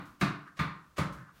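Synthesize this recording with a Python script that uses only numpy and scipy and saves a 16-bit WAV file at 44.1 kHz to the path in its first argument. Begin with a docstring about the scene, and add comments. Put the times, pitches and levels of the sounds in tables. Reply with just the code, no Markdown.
"""Gloved fists punch a small ball on an elastic cord, about every 0.4 s, in a small bare room.
Each punch is a leather slap, coloured by the hollow of the glove, and a dead thump from the ball;
it sets the room's low modes booming and leaves a thin ring. Around the punches sleeves rustle,
gloves tick and creak, feet shift and the ball swishes on its cord, over a faint hum of the room."""
import sys
import numpy as np
from scipy import signal
from scipy.fft import rfft, irfft
from scipy.io import wavfile
from scipy.ndimage import uniform_filter1d, map_coordinates

SR = 44100
rng = np.random.default_rng(int(sys.argv[2]) if len(sys.argv) > 2 else 0)


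def bounce(signal):
    """Save signal as a 16-bit WAV file at the path given by the first command-line argument."""
    frames = np.transpose(np.atleast_2d(signal))
    limited = np.clip(frames, -1, 1)
    pcm = np.round(limited * 32767).astype(np.int16)
    wavfile.write(sys.argv[1], SR, pcm)


N = 61739
T = np.arange(SR) / SR  # one second for a hit to ring out
HZ = np.fft.rfftfreq(2 * SR, 1 / SR)  # every EQ curve is drawn on this grid

# The blows; the first has already landed and only rings out. Each row: start in seconds, boom gain in dB,
# boom tilt in dB per octave, ring gain in dB, glove cavity in Hz, its gain in dB, then five EQ gains
# in dB for the slap: thud, knock, smack, crack, snap. The thud gain also drives the ball's thump.
PUNCHES = [(-.165, -3, 12, 7, 440, -12.5, 9.5, 10, 1, 5, -1),
           (0.2126, 3, 2.5, 5, 676, 11.5, 6.5, -0.5, -1, 3.5, -0.5),
           (0.5916, -1, -3.5, 5, 956, 2.5, -3, -2, -1.8, -1, -9.5),
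           (0.9818, 1.5, -3, 1, 569, 11, 1, 1.5, -1, -4.5, -1)]
# Where thud, knock, smack, crack and snap sit, in Hz.
SLAP_BANDS_HZ = [280, 600, 1200, 3600, 7000]
# The tone of glove on ball. Each row: frequency in Hz, gain in dB.
SLAP_EQ = [(25, -21.5), (60, 3), (150, 14), (260, 12.5), (400, 8), (520, 3.5), (720, 2), (950, 10.5),
           (1200, 15.5), (1650, 9.5), (2250, 9.5), (2900, 0.5), (4200, 0), (5600, -8), (9000, -13.5),
           (15500, -25.5)]
# The ball's dead thump. Each row: pitch in Hz, level in dB, time to fall 60 dB in seconds.
THUMP_MODES = [(200, -26, .04), (370, -28, .035)]
# Tones that ring on after the slap. Each row: pitch in Hz, level in dB, time to fall 60 dB in seconds.
RING_MODES = [(551, -56, .38), (595, -55, .38), (677, -57, .34), (890, -49, .4), (946, -47, .4),
              (1062, -39.5, .47), (1176, -42, .38), (1205, -37, .36), (1240, -43, .38), (1305, -47, .52),
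              (1493, -51, .45), (1596, -51, .4), (1712, -50, .35), (2036, -49, .3), (2207, -50, .33),
              (2410, -52, .3)]
# The room's low modes. Each row: pitch in Hz, level in dB, time to fall 60 dB in seconds.
BOOM_MODES = [(54.7, -54.5, 0.51), (79.7, -37.5, 0.248), (93.5, -41, 0.33), (120, -39.5, 0.42),
              (142.06, -32, 0.39), (160.5, -30, 0.41), (186.8, -32.5, 0.45), (206.5, -37, 0.4),
              (242.3, -44.5, 0.37), (289.5, -38, 0.52), (326, -43, 0.46), (363.2, -49.5, .26)]
# The room's reverb time. Each row: frequency in Hz, time to fall 60 dB in seconds.
ROOM_DECAY = [(60, 0.39), (200, 0.57), (550, 0.44), (1200, 0.63), (2200, 0.42), (4000, 0.4), (7000, .31),
              (14000, .25)]
# The room's hum. Each row: frequency in Hz, relative level in dB.
HUM_EQ = [(20, -17), (50, -2), (140, 7), (300, -8), (700, -8), (1200, -32), (2500, -17.5), (6000, -18.5),
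          (15500, -27.5)]
# Sleeve moves. Each row: peak time in seconds, width in seconds, level in dB.
RUSTLES = [(.08, 0.071, -65), (0.207, 0.0057, -55), (.9, 0.057, -72.5), (1.384, 0.032, -61)]
# The tone of cloth. Each row: frequency in Hz, relative level in dB.
CLOTH_EQ = [(100, 12), (500, -2), (1500, 0), (3500, -6), (8000, -15), (15000, -11)]
# Glove clicks. Each row: start in seconds, gain in dB, treble tilt in dB per octave, direct sound in dB.
TICKS = [(.055, -32, 1, -12), (.2114, -19, 0, 1), (.2143, -19, 0, -1.5), (.5987, -25, 3.5, -3),
         (.9682, -26, 0, -10), (.9812, -23, 0, -2.5), (.9842, -22, 0, -4), (1.1245, -23.5, 0, -13)]
# The tone of a leather click. Each row: frequency in Hz, gain in dB.
TICK_EQ = [(100, -18), (600, -7), (2000, -2), (6000, -2), (10000, -7), (15500, -11)]
# Shifting feet. Each row: peak time in seconds, width in seconds, level in dB, centre in Hz.
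STEPS = [(.12, 0.022, -69, 50.3), (.92, 0.022, -62, 61), (1.15, 0.044, -51.5, 68), (1.2, 0.051, -52, 142)]
# Swings of ball and cord. Each row: peak time in seconds, width in seconds, level in dB, centre in Hz.
SWISHES = [(.478, 0.012, -49, 1435), (.83, 0.013, -92, 1100), (1.205, 0.032, -56.5, 1550),
           (1.293, 0.023, -56.5, 1290)]
# Clenches of the fist. Each row: peak time in seconds, width in seconds, level in dB.
CREAKS = [(0.578, 0.0074, -51), (0.975, 0.006, -46)]
# The tone of rubbing leather. Each row: frequency in Hz, relative level in dB.
CREAK_EQ = [(100, -9), (600, 4), (2200, 5), (4500, -2.5), (7000, -7), (9500, -14.5), (15500, -26)]


def amp(db):
    """Decibels to gain."""
    return 10 ** (np.asarray(db) / 20)


def unit(x):
    """Scale to rms 1."""
    return x / np.sqrt(np.mean(x ** 2) + 1e-20)


def curve(points, hz=HZ):
    """Join (Hz, value) points along a log frequency axis."""
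    freqs, values = np.transpose(points)
    return np.interp(np.log(hz + 1), np.log(freqs + 1), values)


def add(track, start_s, sound):
    """Mix a sound into the track; a negative start loses its head."""
    start = round(start_s * SR)
    part = sound[max(-start, 0):max(N - start, 0)]
    track[max(start, 0):][:len(part)] += part


def equalise(x, eq_db):
    """Minimum-phase EQ, so nothing rings ahead of the attack."""
    cepstrum = irfft(np.log(amp(eq_db) + 1e-6))
    cepstrum[1:SR] *= 2
    cepstrum[SR + 1:] = 0
    return irfft(rfft(x, 2 * SR) * np.exp(rfft(cepstrum)))[:len(x)]


def noise(eq_db):
    """Steady noise of rms 1 with the given tone."""
    return unit(irfft(rfft(rng.standard_normal(2 * SR)) * amp(eq_db))[:N])


def swell(peak_s, width_s, db):
    """A bell-shaped fade in and out."""
    return amp(db) * np.exp(-.5 * ((np.arange(N) / SR - peak_s) / width_s) ** 2)


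def band_swells(rows, half_width_octaves):
    """Brief swells of noise, each in its own narrow band."""
    out = np.zeros(N)
    for peak_s, width_s, db, centre_hz in rows:
        off_centre = np.log2((HZ + 1) / centre_hz) / half_width_octaves
        out += swell(peak_s, width_s, db) * noise(-10 * np.log10(1 + off_centre ** 4))
    return out


def room_tail(build_s=.0014):
    """Diffuse reverb of energy 1; each frequency dies at its own speed."""
    hz, t, spectrum = signal.stft(rng.standard_normal(SR), SR, nperseg=256)
    t60 = curve(ROOM_DECAY, hz)[:, None]
    tail = signal.istft(spectrum * amp(-60 * t / t60) / np.sqrt(t60), SR)[1][:SR]
    tail *= 1 - np.exp(-T / build_s)
    return tail / np.linalg.norm(tail)


def room(direct_db, bounce_s=.0018, bounce_db=-12.5, walls_db=-13.5, count=12):
    """The room's answer to a click: direct sound, a near bounce, early wall reflections and the tail."""
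    path = room_tail()
    path[0] += amp(direct_db)
    path[round(bounce_s * SR)] += amp(bounce_db)
    wall_delays = (rng.uniform(.005, .028, count) * SR).astype(int)
    path[wall_delays] += amp(walls_db) * rng.choice([-1, 1], count) / np.sqrt(count)
    return path


def ringing(modes, rise_s, scatter_db=.8):
    """Damped modes that bloom briefly, each a little different at every blow."""
    hz, db, t60 = np.transpose(modes)[:, :, None]
    level_db = db + scatter_db * rng.standard_normal(db.shape)
    decay = amp(level_db - 60 * T / t60)
    phase = rng.uniform(0, 2 * np.pi, db.shape)
    return (decay * np.sin(2 * np.pi * hz * T + phase)).sum(0) * (1 - np.exp(-T / rise_s))


def slap(bands_db, cavity_hz, cavity_db, cavity_octaves=.12, ripple_db=1.6, ripple_hz=130):
    """Leather smacks the ball and fills the room, coloured by the hollow of the glove."""
    hit = room(direct_db=-17.5)
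    colour = curve(list(zip(SLAP_BANDS_HZ, bands_db)))
    cavity = cavity_db / (1 + (np.log2((HZ + 1) / cavity_hz) / cavity_octaves) ** 2)
    # Random peaks and dips, fading out below the smack band, make each slap its own.
    ripple = ripple_db * map_coordinates(rng.standard_normal(1024), [HZ / ripple_hz], mode="mirror")
    ripple *= np.minimum(HZ / SLAP_BANDS_HZ[2], 1) ** 2
    return equalise(hit, curve(SLAP_EQ) + colour + cavity + ripple)


def boom(gain_db, tilt, pivot_hz=164):
    """A blow wakes the room's low modes; an upward tilt favours the higher ones."""
    modes = [(hz, db + gain_db + tilt * np.log2(hz / pivot_hz), t60) for hz, db, t60 in BOOM_MODES]
    return ringing(modes, rise_s=.009)


def punches():
    """Glove meets ball in four layers: slap, the ball's dry thump, a lingering ring and room boom."""
    out = np.zeros(N)
    for start_s, boom_db, boom_tilt, ring_db, cavity_hz, cavity_db, *bands_db in PUNCHES:
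        leather = slap(bands_db, cavity_hz, cavity_db)
        thump = amp(bands_db[0]) * ringing(THUMP_MODES, rise_s=.0054)
        ring = amp(ring_db) * ringing(RING_MODES, rise_s=.003)
        add(out, start_s, leather + thump + ring + boom(boom_db, boom_tilt))
    return out


def room_hum(level_db=-69.5):
    """A faint, steady bed of low room noise."""
    return amp(level_db) * noise(curve(HUM_EQ))


def sleeve_rustles():
    """Sleeves brush in soft swells of cloth noise."""
    return sum(swell(*rustle) for rustle in RUSTLES) * noise(curve(CLOTH_EQ))


def glove_ticks(pivot_hz=4000):
    """Thin clicks of leather in the room, most as the glove meets the ball."""
    out = np.zeros(N)
    octaves = np.log2(np.maximum(HZ, 1000) / pivot_hz)  # the tilt levels off below 1 kHz
    for start_s, db, tilt, direct_db in TICKS:
        add(out, start_s, equalise(room(direct_db), db + curve(TICK_EQ) + tilt * octaves))
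    return out


def foot_thuds():
    """Shifting weight thuds dully on the floor."""
    return band_swells(STEPS, half_width_octaves=.32)


def ball_swishes(reverb_db=-7):
    """The flying ball and cord whistle softly through the air, with a little room behind them."""
    air = band_swells(SWISHES, half_width_octaves=.23)
    return air + amp(reverb_db) * signal.fftconvolve(air, room_tail())[:N]


def glove_creaks(grain_db=4):
    """Leather gives a short, grainy rub as the fist clenches just before a blow."""
    flutter = unit(uniform_filter1d(rng.standard_normal(N), size=30))
    grain = unit(amp(grain_db * flutter))
    rub = sum(swell(*creak) for creak in CREAKS) * grain * noise(curve(CREAK_EQ))
    return signal.fftconvolve(rub, room(direct_db=-1.5))[:N]


def scene():
    """The mono mix: punches up front, small movements and room hum beneath."""
    gloves_and_ball = punches() + glove_ticks() + glove_creaks() + ball_swishes()
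    return (gloves_and_ball + sleeve_rustles() + foot_thuds() + room_hum())[None]


def record(dry, top_hz=15850):
    """A brick-wall low-pass takes off the very top."""
    return irfft(rfft(dry, 2 * SR) * (HZ < top_hz))[:, :N]


dry = scene()
out = record(dry)
bounce(out)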